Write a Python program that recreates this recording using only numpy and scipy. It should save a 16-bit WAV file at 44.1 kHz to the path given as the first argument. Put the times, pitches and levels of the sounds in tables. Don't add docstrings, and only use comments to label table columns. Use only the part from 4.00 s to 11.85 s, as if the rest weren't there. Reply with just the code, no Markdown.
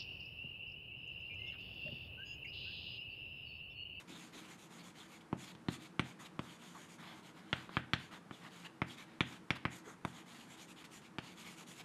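import sys
import numpy as np
from scipy import signal
from scipy.fft import rfft, irfft, next_fast_len
from scipy.io import wavfile
from scipy.ndimage import uniform_filter1d, map_coordinates

SR = 44100
rng = np.random.default_rng(int(sys.argv[2]) if len(sys.argv) > 2 else 0)


def materialize(psi):
    bounded = np.clip(np.atleast_2d(psi).T, -1, 1)
    quanta = np.round(bounded * 32767).astype(np.int16)
    wavfile.write(sys.argv[1], SR, quanta)


N = 346076


def undb(db):
    return 10 ** (np.asarray(db) / 20)


def unit(x):
    return x / np.sqrt(np.mean(x ** 2))


def bins(size):
    return np.maximum(np.fft.rfftfreq(size, 1 / SR), 1)


def colour(points, hz):
    point_hz, db = np.transpose(points)
    return undb(np.interp(np.log(hz), np.log(point_hz), db))


def bell(hz, centre_hz, width_hz):
    return 1 / (1 + (2 * (hz - centre_hz) / width_hz) ** 2)


def shaped(x, response):
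    size = next_fast_len(N)
    return unit(irfft(rfft(x, size) * response(bins(size)), size)[..., :N])


def tint(x, points):
    return shaped(x, lambda hz: colour(points, hz))


def resonate(x, centre_hz, width_hz):
    return shaped(x, lambda hz: bell(hz, centre_hz, width_hz))


def causal(gain):
    cepstrum = irfft(np.log(gain + 1e-9))
    half = len(cepstrum) // 2
    cepstrum[1:half] *= 2
    cepstrum[half + 1:] = 0
    return irfft(np.exp(rfft(cepstrum)))


def fade(t, t60):
    return np.exp(-np.log(1000) * t / t60)


def walk(rate):
    hold = max(int(SR / rate), 1)
    steps = np.repeat(rng.standard_normal(N // hold + 1), hold)
    return unit(uniform_filter1d(steps, hold)[:N])


def add(out, x, start_s):
    i = max(int(start_s * SR), 0)
    out[i:i + len(x)] += x[:N - i]


def ventilation(air_db=-60.5):
    # frequency in Hz, relative level in dB.
    air_colour = [(20, -46), (50, -22), (90, -12), (135, -5.5), (180, 0.5), (260, -4.5), (340, -9.5),
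                  (440, -8), (600, -14), (950, -11.5), (1600, -16), (3300, -27), (5000, -31), (10000, -35),
                  (14000, -46.5)]
    # centre in Hz, width in Hz, rms level in dB.
    room_modes = [(172.8, 11.7, -67.5), (230, 19, -71), (321.7, 27, -67.5)]
    out = undb(air_db) * tint(rng.standard_normal(N), air_colour)
    for hz, width_hz, db in room_modes:
        out += undb(db) * resonate(rng.standard_normal(N), hz, width_hz)
    return out


def hand_gains():
    # start and length in seconds, mid-stroke scrape level in dB,
    # board drone and powder hiss in dB relative to the scrape, rise in pressure over the stroke in dB.
    sweeps = [(-.03, 0.062, -61.5, 0.5, -4, -3), (0.073, 0.072, -58, -7, -7.5, 0),
              (0.119, 0.2, -59.5, -3.5, -6, -10), (0.323, 0.11, -57, -2.5, -6, -6),
              (0.412, 0.071, -60.5, -2.5, -9, 0), (0.468, 0.1, -60.5, 0, -5, -3),
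              (0.572, 0.11, -64, -8, -2, 1), (0.692, 0.11, -65, 1, -2, -2),
              (0.779, 0.053, -60.5, -5.5, -12, -3), (0.826, 0.094, -60.5, -5, -4, -1),
              (0.941, 0.14, -60.5, -2.5, -7.5, -3), (1.071, .12, -62.5, -3, -4.5, 7),
              (1.206, 0.017, -62, -10, -11, 0), (1.369, .1, -58, -4.5, -4, 7),
              (1.457, 0.069, -57, -5, -7.5, 6), (1.69, 0.084, -55, -4, -6, 6),
              (1.792, .09, -58.5, -6, -7.5, 4), (2.03, 0.11, -62, -1, -6, -3),
              (2.189, 0.058, -61, 4.5, -1.5, 1), (2.231, 0.046, -60, -1, -6, 11),
              (2.402, 0.18, -62, 0, -5, -2), (2.58, 0.22, -62.5, -4, -4, -3),
              (2.727, 0.16, -63.5, 2.5, -3.5, -2), (2.879, 0.096, -64, -4.5, -2, -9),
              (2.982, 0.077, -59.5, 3.5, -10, 1), (3.033, .12, -58, 1.5, -13.5, -2),
              (3.129, 0.089, -64, 3.5, -6.5, -1), (3.225, 0.1, -62, -3.5, -7.5, -5),
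              (3.341, 0.097, -64.5, 2.5, -11, -7), (3.417, 0.19, -67.5, 2, -12, 4),
              (3.539, 0.15, -60.5, 2, -11, -8), (3.691, 0.12, -59.5, 2.5, -15, 6),
              (3.978, 0.12, -60.5, -5, -10.5, -13), (4.109, 0.081, -59, 5.5, -10.5, -6),
              (4.305, 0.14, -66, -12, -6, -8), (4.403, 0.088, -62.5, 4.5, -10, 18),
              (4.497, 0.19, -61.5, -6, -8.5, -9), (4.631, 0.046, -56.5, 4, -8, 9),
              (4.862, 0.1, -57.5, -6, -8, 1), (4.967, 0.083, -57.5, -3.5, -9, -5),
              (5.048, 0.18, -72, 3, -23, -8), (5.247, 0.14, -59.5, 0.5, -7, -1),
              (5.55, 0.023, -53, 4.5, -14, 13), (5.699, 0.11, -60.5, 0, -2, -3),
              (5.837, .11, -65.5, 8, -1, 4), (6.058, 0.074, -66.5, -6, -3, 0), (6.123, .11, -61, 1, -5, -4),
              (6.255, 0.1, -62, 0, -4, 3), (6.335, 0.16, -62, -2, -5.5, -14),
              (6.466, 0.1, -62.5, 1, -2.5, 12), (6.567, .1, -59, -6, -4, -4),
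              (6.67, .065, -61.5, -5, -3.5, 0), (6.756, 0.081, -60, -5, -9.5, 4),
              (6.84, .026, -56.5, -4, -7, -1), (6.903, .1, -60, -4, -2, 2),
              (7.0, 0.089, -64.5, -5, -8.5, 9), (7.217, 0.14, -60, -3, -8, -8),
              (7.355, .1, -59.5, -4.5, -4, -1), (7.44, .125, -57, -4.5, -7, -10),
              (7.556, 0.086, -59, -3, -3, 5), (7.662, .095, -60.5, -5, -1.5, -7),
              (7.749, 0.071, -59, -4, -2.5, 2), (7.787, 0.037, -55, -8, -13, 1)]
    speed_powers = (0.52, 0.69, 0.79)
    hiss_share = 0.65
    energies = np.zeros((3, N))
    for start_s, length_s, db, drone_db, hiss_db, rise_db in sweeps:
        skipped = max(int(-start_s * SR), 0)
        along = np.linspace(0, 1, int(length_s * SR))[skipped:]
        speed = 4 * along * (1 - along)
        push_db = rise_db * (along - .5)
        levels_db = (db + drone_db + push_db, db + push_db, db + hiss_db + hiss_share * push_db)
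        for energy, level_db, power in zip(energies, levels_db, speed_powers):
            add(energy, (undb(level_db) * speed ** power) ** 2, start_s)
    return np.sqrt(energies)


def crumble(per_second, spread_db):
    breaks = rng.random(N) < per_second / SR
    return breaks * rng.standard_normal(N) * undb(spread_db * rng.standard_normal(N))


def travel(x, patchy_db, width_hz, hold_s):
    hz, t, frames = signal.stft(x, SR, nperseg=512)
    field = rng.standard_normal((128, 512))
    grid = np.meshgrid(hz / width_hz, t / hold_s, indexing="ij")
    swell = map_coordinates(field, grid, order=2, mode="wrap")
    return signal.istft(frames * undb(patchy_db * swell), SR)[1][:N]


def strokes():
    # frequency in Hz, relative level in dB.
    board_drone = [(60, -42), (130, 8.5), (300, 6), (480, -11), (700, 3), (1100, 5.5), (1600, 4), (2100, 2),
                   (3000, -38), (6000, -46)]
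    stick_scrape = [(700, -17.5), (1500, -24.5), (2200, -1.5), (2700, -3.5), (3400, -3), (4200, -7.5),
                    (5000, -12), (6000, -24), (9000, -27.5)]
    powder_hiss = [(3500, -29), (5600, -9), (6300, -4), (6950, -0.5), (7600, -6.5), (8600, -7), (9800, -12),
                   (11600, -11.5), (13000, -18), (14500, -34)]
    grip = undb(0.72 * walk(rate=55) + 0.68 * walk(rate=260))
    out = np.zeros(N)
    for gain, points in zip(hand_gains(), (board_drone, stick_scrape, powder_hiss)):
        grains = crumble(per_second=16000, spread_db=2.5) * grip
        grains = travel(grains, patchy_db=2.2, width_hz=380, hold_s=.04)
        out += gain * tint(grains, points)
    return out


def thuds_and_rasps(width_hz=500, board_width_hz=130, board_below_hz=500, sag=.02):
    # start and length in seconds, pitch in Hz, rms level in dB.
    rings = [(0.094, 0.043, 288, -53.5), (.095, 0.1, 3720, -62), (.335, 0.077, 3900, -64),
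             (0.338, 0.059, 300, -56.5), (0.993, .04, 3450, -59), (1.72, .04, 7200, -63),
             (2.47, 0.068, 3180, -65), (2.738, 0.048, 1070, -56.5), (3.354, 0.04, 252, -61),
             (4.32, 0.04, 3500, -62), (4.444, .045, 2870, -66), (4.643, .036, 2850, -53.5),
             (4.889, 0.043, 3320, -57.5), (5.858, 0.047, 421, -56), (5.868, 0.06, 1300, -59.5),
             (6.931, .049, 7120, -65)]
    out, jolts = np.zeros(N), rng.standard_normal((2, N))
    wide, narrow = resonate(jolts, 0, width_hz), resonate(jolts, 0, board_width_hz)
    for start_s, length_s, hz, db in rings:
        phasor = narrow if hz < board_below_hz else wide
        real, imag = phasor[:, int(start_s * SR):int((start_s + length_s) * SR)]
        pitch_hz = np.linspace(hz, hz * (1 - sag), len(real))
        phase = 2 * np.pi * np.cumsum(pitch_hz) / SR
        ring = real * np.cos(phase) + imag * np.sin(phase)
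        add(out, undb(db) * signal.windows.tukey(len(ring), .5) * ring, start_s)
    return out


def scatter(t, edge_db, edge_t60):
    # delay in seconds, level in dB.
    echoes = [(.0009, -7.5), (.0057, -14), (.0067, -10), (0.0142, -23)]
    edges = rng.standard_normal(len(t)) * fade(t, edge_t60) * (1 - fade(t, 0.0019))
    response = undb(edge_db) * edges / np.linalg.norm(edges)
    response[0] += 1
    for delay_s, db in echoes:
        response[int(delay_s * SR * (1 + rng.uniform(-.06, .06)))] += undb(db)
    return response / np.linalg.norm(response)


def taps(size=16384):
    # start in seconds, click level, knock level and knock's bass lift in dB,
    # contact corner in Hz, ring of the struck spot in Hz, its lift in dB, grit within the click in dB.
    touch_downs = [(1.3284, 5.5, 11, -9.5, 940, 2830, 10.5, -36), (1.551, -21, -16, 1, 1400, 3070, 19, -9),
                   (1.6851, -1, 12.5, -8.5, 1930, 4100, 19.5, -16),
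                   (1.9946, 4.5, 12.5, -6.5, 2630, 2040, 3, -15),
                   (2.3922, 0.5, 6.5, -8, 1450, 3100, 8.5, -21),
                   (3.5296, 4.5, 3.5, 1.5, 3080, 1550, 5.5, -19.5),
                   (3.6926, -9, -9, -16, 1310, 4120, 17, -35), (3.769, 6.5, 7, 1, 2320, 1580, 5, -31),
                   (3.9346, 5.5, 6, 2.5, 4280, 1690, 8, -15), (4.31, -7, -1.5, -11.5, 1680, 3730, 3, -26),
                   (4.8183, 5, 7.5, -1.8, 1980, 2130, 4.5, -28),
                   (5.2069, 6, 10.5, -3.5, 3470, 1950, 4.5, -14.5),
                   (5.5055, 5, 6.5, -1.5, 3170, 2000, 5, -15.5), (5.6528, 5.5, 6, 0, 2030, 2140, 7, -24.5),
                   (6.0498, 4, 5.5, -6, 1520, 3960, 9, -16), (6.8425, -32, -27, -7, 7000, 2670, 15.5, -10),
                   (7.1847, -1.5, 2.5, -8.5, 2100, 3020, 8.5, -15)]
    # frequency in Hz, gain in dB.
    click_colour = [(250, -15), (500, -7), (750, -3), (1100, -2), (1500, -1.5), (1850, -3), (2250, -1.5),
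                    (2700, 0.5), (3400, 1.5), (4200, -5.5), (5500, -12.5), (9000, -19), (13000, -33)]
    grit_colour = [(1500, -26), (3500, 1), (6000, -11), (9000, -15.5), (11500, -24), (13500, -40)]
    flex_colour = [(25, -44), (50, -6.5), (75, -3), (130, 8), (200, 4.5), (290, 0.5), (370, -3.5),
                   (450, -19), (800, -28.5), (3000, -64)]
    # centre in Hz, width in Hz, level in dB relative to the flex.
    panel_modes = [(62, 7, -7), (88.8, 9.6, 2), (126.9, 8.5, -1), (174.3, 7, -2), (243.3, 6.7, -5),
                   (297, 13, -2)]
    at_mic, into_room = np.zeros(N), np.zeros(N)
    t, hz = np.arange(size) / SR, bins(size)
    modes = sum(undb(db) * bell(hz, centre, width) for centre, width, db in panel_modes)
    panel = colour(flex_colour, hz) * (1 + modes)
    bass_shelf = 1 / (1 + (hz / 160) ** 4)
    grit_filter = rfft(causal(colour(grit_colour, hz)))
    lag_s = .0012
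    dispersion = np.exp(-4j * np.pi * lag_s * np.sqrt(100 * hz))
    for start_s, click_db, knock_db, bass_db, corner_hz, ring_hz, ring_db, grit_db in touch_downs:
        contact = 1 / np.sqrt(1 + (hz / corner_hz) ** 6)
        spot = undb(ring_db * np.exp(-(np.log(hz / ring_hz) / 0.2) ** 2))
        crunch = rng.standard_normal(size) * fade(t, t60=0.0067)
        grit = undb(grit_db) * irfft(rfft(crunch / np.linalg.norm(crunch)) * grit_filter)
        click = undb(click_db) * (causal(colour(click_colour, hz) * contact * spot) + grit)
        echoed = signal.fftconvolve(click, scatter(t, edge_db=-2, edge_t60=0.03))[:size]
        flex = causal(panel * undb(bass_db * bass_shelf))
        knock = undb(knock_db) * irfft(rfft(flex) * dispersion)
        add(at_mic, -echoed - knock, start_s)
        add(into_room, -click - knock, start_s)
    return at_mic, into_room


def classroom(x, size=32768, build_s=0.011):
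    # band centre in Hz, gain in dB, time to fall 60 dB in seconds.
    octaves = [(125, -10, 0.21), (265, -7.5, 0.31), (543, -12, 0.15), (984, -14, 0.41), (1970, -12.5, 0.36),
               (4050, -12, 0.39), (7950, -7.5, 0.13)]
    t, tail = np.arange(size) / SR, np.zeros(size)
    for hz, db, t60 in octaves:
        band = signal.butter(3, [hz / np.sqrt(2), hz * np.sqrt(2)], "band", fs=SR, output="sos")
        noise = signal.sosfilt(band, rng.standard_normal(size))
        envelope = fade(t, t60) * np.clip(t / build_s, 0, 1) ** 2
        tail += undb(db) * noise * envelope / np.linalg.norm(envelope)
    return signal.fftconvolve(x, tail)[:N]


def scene():
    taps_at_mic, taps_into_room = taps()
    writing = strokes() + thuds_and_rasps()
    tail = classroom(taps_into_room + writing)
    return (taps_at_mic + writing + tail + ventilation())[None]


def record(dry, top_hz=14200):
    return signal.sosfilt(signal.ellip(10, .2, 70, top_hz, fs=SR, output="sos"), dry)


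dry = scene()
out = record(dry)
materialize(out)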